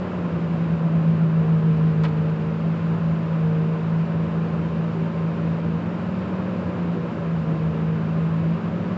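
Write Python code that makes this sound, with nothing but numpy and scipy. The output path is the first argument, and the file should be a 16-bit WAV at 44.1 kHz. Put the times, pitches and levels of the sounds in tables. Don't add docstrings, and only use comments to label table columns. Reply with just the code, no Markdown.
import sys
import numpy as np
from scipy import signal
from scipy.fft import rfft, irfft, next_fast_len
from scipy.io import wavfile

SR = 44100
rng = np.random.default_rng(int(sys.argv[2]) if len(sys.argv) > 2 else 0)


def persist_wave(psi):
    counts = np.round(np.clip(psi, -1, 1) * 32767).astype(np.int16)
    wavfile.write(sys.argv[1], SR, np.atleast_2d(counts).T)


N = 395577
TIME = np.arange(N) / SR

# t/s, speed/rps (revolutions per second)
MAIN_RPS = [(0.0, 30.39), (0.15, 29.89), (0.28, 28.11), (0.32, 27.72), (2.21, 26.32), (2.75, 27.51),
            (3.01, 27.52), (3.56, 26.81), (4.11, 27.5), (5.72, 27.57), (6.18, 30.81), (6.54, 30.65),
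            (6.94, 28.38), (7.16, 28.23), (7.5, 26.63), (8.48, 27.32), (8.81, 29.87), (8.97, 30.2)]
# t/s, speed/rps
TWIN_RPS = [(0, 30.2), (1, 28.5), (2.6, 26.7), (4.7, 26.7), (6, 27), (6.9, 28.8), (7.7, 27.6), (8.97, 27)]
# multiple of engine speed, relative level/dB
EXHAUST_TONES = [(3, -29), (4.5, -35.5), (5, -29), (6, 0), (9, -34.5), (12, -36.5)]
# t/s, hold/s, boost/dB
HARD_PULLS = [(.45, 0.88, 5.5), (2.3, 1.06, 2), (7.2, .6, 1)]
# multiple of pump speed, relative level/dB
PUMP_TONES = [(10, -8), (12, 1.5), (15, -14.5), (18, -18), (24, -21)]
# t/s, hold/s, level/dB
RAM_STROKES = [(1.28, 1.14, -40), (2.65, 0.19, -43), (3.33, .3, -37.5), (4.0, .75, -44),
               (5.153, .48, -43.5), (6.25, .7, -43), (7.349, .5, -41.5)]
# t/s, speed/rps
TRUCK_RPS = [(0.0, 30.32), (1.08, 27.22), (2.23, 26.47), (3.37, 27.28), (3.91, 26.9), (4.82, 27.41),
             (5.92, 27.28), (6.8, 29.17), (8.03, 26.68), (8.97, 27.35)]
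# multiple of engine speed, relative level/dB
HUM_TONES = [(4, -4), (8, 0)]
# multiple of engine speed, relative level/dB
RASP_TONES = [(9, -4), (10.5, -2.5), (12, 1), (14, -5), (15, -9), (16, -5), (17, -6.5), (20, 0),
              (24, -12.5)]
# t/s, level/dB, build-up/s, hardness from 0 to 1
ROCK_HITS = [(1.866, -37, 0.0045, 0.04), (2.035, -32.5, .0005, 0.4), (2.04, -29, 0.0015, 0.1),
             (2.048, -26.5, 0.0036, 0), (2.081, -38.5, 0.0023, 0.4), (2.175, -37, .006, 0.2)]
# f/Hz, relative level/dB
CRACK_SPECTRUM = [(300, 3.5), (950, 7.5), (1800, 2), (2700, -2), (3700, -8), (5200, -19.5), (7800, -34)]
# f/Hz, relative level/dB, time to fade by 60 dB/s
STEEL_TONES = [(920, -18, .16), (1260, -14, .14), (1540, -17, .12), (1956, -14, 0.096), (2330, -12, .14),
               (3490, -18, 0.054)]
# t/s, f/Hz, level/dB, time to fade by 60 dB/s
BUCKET_BOOMS = [(4.94, 388.7, -22, 0.35)]
# f/Hz, relative level/dB
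RUMBLE_SPECTRUM = [(25, -38.5), (50, -28.5), (69, -20.5), (84, 0), (118, -6.5), (145, -0.5), (205, -0.5),
                   (238, -6.5), (315, -5), (355, -10), (392, -4.5), (440, -12.5), (580, -7), (640, -19)]
# f/Hz, relative level/dB
FAN_SPECTRUM = [(400, -12), (660, 1), (740, -2), (860, -2), (1000, 0), (1130, -3), (1270, -2.5),
                (1680, -8.5), (2050, -19.5), (4000, -39.5)]
# f/Hz, relative level/dB
CLATTER_SPECTRUM = [(1000, -9), (1900, -1), (2600, 0), (3150, -5.5), (3450, -10), (3700, -9), (4200, -13.5),
                    (4700, -14.5), (5300, -18.5), (6300, -24), (7400, -24), (7800, -32.5)]
# f/Hz, level/dB
STEADY_WHINES = [(1045, -53.5), (308.2, -53)]

WORKING_RPS = 27.4
GOVERNOR_RPS, GOVERNOR_KNEE_RPS = 27.9, .35


def excavator_exhausts(main_speed, twin_speed, main_db=-24, twin_db=-36, fuel_cut_db=4):
    pull_db = sum(db * swell(start, hold, rise=.6, fall=.49) for start, hold, db in HARD_PULLS)
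    fuel_cut = .5 + .5 * np.tanh((main_speed - GOVERNOR_RPS) / GOVERNOR_KNEE_RPS)
    main_gain = from_db(main_db + pull_db - fuel_cut_db * fuel_cut)
    main = main_gain * tones(main_speed, EXHAUST_TONES, waver_db=.02, rough=.05)
    twin = from_db(twin_db + pull_db) * tones(twin_speed, EXHAUST_TONES, waver_db=1, rough=.072)
    block = tones(main_speed, [(3, -42)], waver_db=1.2, rough=.1)
    return main + twin + block


def hydraulic_pumps(engine_speed, gearing=1.425, idle_db=-50):
    strokes = sum(from_db(db) * swell(start, hold, rise=.12, fall=.12) for start, hold, db in RAM_STROKES)
    whine = tones(gearing * engine_speed, PUMP_TONES, waver_db=.1, rough=.072)
    return np.maximum(strokes, from_db(idle_db)) * whine


def haul_truck(speed, hum_db=-35.5, rasp_db=-52, hum_db_per_rps=2.15):
    sag = WORKING_RPS - speed
    hum = from_db(hum_db + hum_db_per_rps * sag) * tones(speed, HUM_TONES, waver_db=.5, rough=.054)
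    rasp_gain = from_db(rasp_db - 8 * np.tanh(.88 * sag))
    return hum + rasp_gain * tones(speed, RASP_TONES, waver_db=2, rough=.067)


def rock_knocks(crack_fade_s=.064, ring_db=-4, echo_s=.0031, echo_db=-6):
    crunch = noise(CRACK_SPECTRUM)
    snap = noise([(3500, 3.5), (7500, -13.5)])
    out = np.zeros(N)
    for start, db, build_up, hardness in ROCK_HITS:
        age = TIME - start
        sounding = (age > 0) & (age < .5)
        age = age[sounding]
        ring = sum(from_db(level - 60 * age / fade_s) * np.sin(2 * np.pi * (hz * age + rng.random()))
                   for hz, level, fade_s in STEEL_TONES)
        onset = 1 - np.exp(-age / build_up)
        fade = from_db(-60 * age / crack_fade_s)
        stone = crunch[sounding] * fade + hardness * snap[sounding] * fade ** 2
        out[sounding] += from_db(db) * onset * (stone + from_db(ring_db) * ring)
    return out + from_db(echo_db) * np.interp(TIME - echo_s, TIME, out)


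def bucket_boom(build_up_s=.028):
    out = np.zeros(N)
    for start, hz, db, fade_s in BUCKET_BOOMS:
        age = np.maximum(TIME - start, 0)
        onset = 1 - np.exp(-age / build_up_s)
        out += from_db(db - 60 * age / fade_s) * onset * np.sin(2 * np.pi * hz * age)
    return out


def machine_roar(speed):
    revving = speed - WORKING_RPS
    rumble = from_db(-31.6 + .54 * revving + .52 * drift(6)) * noise(RUMBLE_SPECTRUM)
    fans = from_db(-39.5 + .32 * revving + .62 * drift(16)) * noise(FAN_SPECTRUM)
    clatter = from_db(-49 + .2 * revving + .28 * drift(12)) * noise(CLATTER_SPECTRUM)
    whines = tones(np.ones(N), STEADY_WHINES, waver_db=2, rough=.15)
    return rumble + fans + clatter + whines


def tones(speed, rows, waver_db, rough):
    shaft_angle = 2 * np.pi * np.cumsum(speed) / SR
    out = np.zeros(N)
    for multiple, db in rows:
        phase = multiple * shaft_angle + rng.uniform(0, 2 * np.pi) + rough * drift(22)
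        gain = from_db(db + waver_db * drift(1.6)) * (1 + rough * drift(25))
        out += gain * np.sin(phase)
    return np.sqrt(2) * out


def noise(spectrum):
    hz, db = np.transpose(spectrum)
    size = next_fast_len(N)
    f = np.maximum(np.fft.rfftfreq(size, 1 / SR), 1)
    edges = np.minimum(f / hz[0], 1) ** 2 * np.minimum(hz[-1] / f, 1) ** 4
    gain = from_db(np.interp(np.log(f), np.log(hz), db)) * edges
    white = rfft(rng.standard_normal(size))
    return rms_one(irfft(white * gain, size)[:N])


def drift(rate_hz):
    step, warm_up = 100, 1000
    pole = np.exp(-2 * np.pi * rate_hz * step / SR)
    white = rng.standard_normal(N // step + warm_up + 2)
    smooth = signal.lfilter([1], [1, -2 * pole, pole * pole], white)[warm_up:]
    return np.interp(np.arange(N) / step, np.arange(len(smooth)), rms_one(smooth))


def swell(start, hold, rise, fall):
    return np.interp(TIME, start + np.cumsum([0, rise, hold, fall]), [0, 1, 1, 0])


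def from_db(db):
    return 10 ** (np.asarray(db) / 20)


def rms_one(x):
    return x / np.sqrt(np.mean(x ** 2) + 1e-20)


def scene():
    main_speed, twin_speed, truck_speed = (
        np.interp(TIME, *np.transpose(curve)) for curve in (MAIN_RPS, TWIN_RPS, TRUCK_RPS))
    excavator = excavator_exhausts(main_speed, twin_speed) + hydraulic_pumps(main_speed)
    truck = haul_truck(truck_speed)
    roar = machine_roar((main_speed + truck_speed) / 2)
    return (excavator + truck + roar + rock_knocks() + bucket_boom())[None]


def record(dry, cutoff_hz=7800):
    return signal.sosfilt(signal.ellip(10, .2, 80, cutoff_hz, fs=SR, output="sos"), dry)


dry = scene()
out = record(dry)
persist_wave(out)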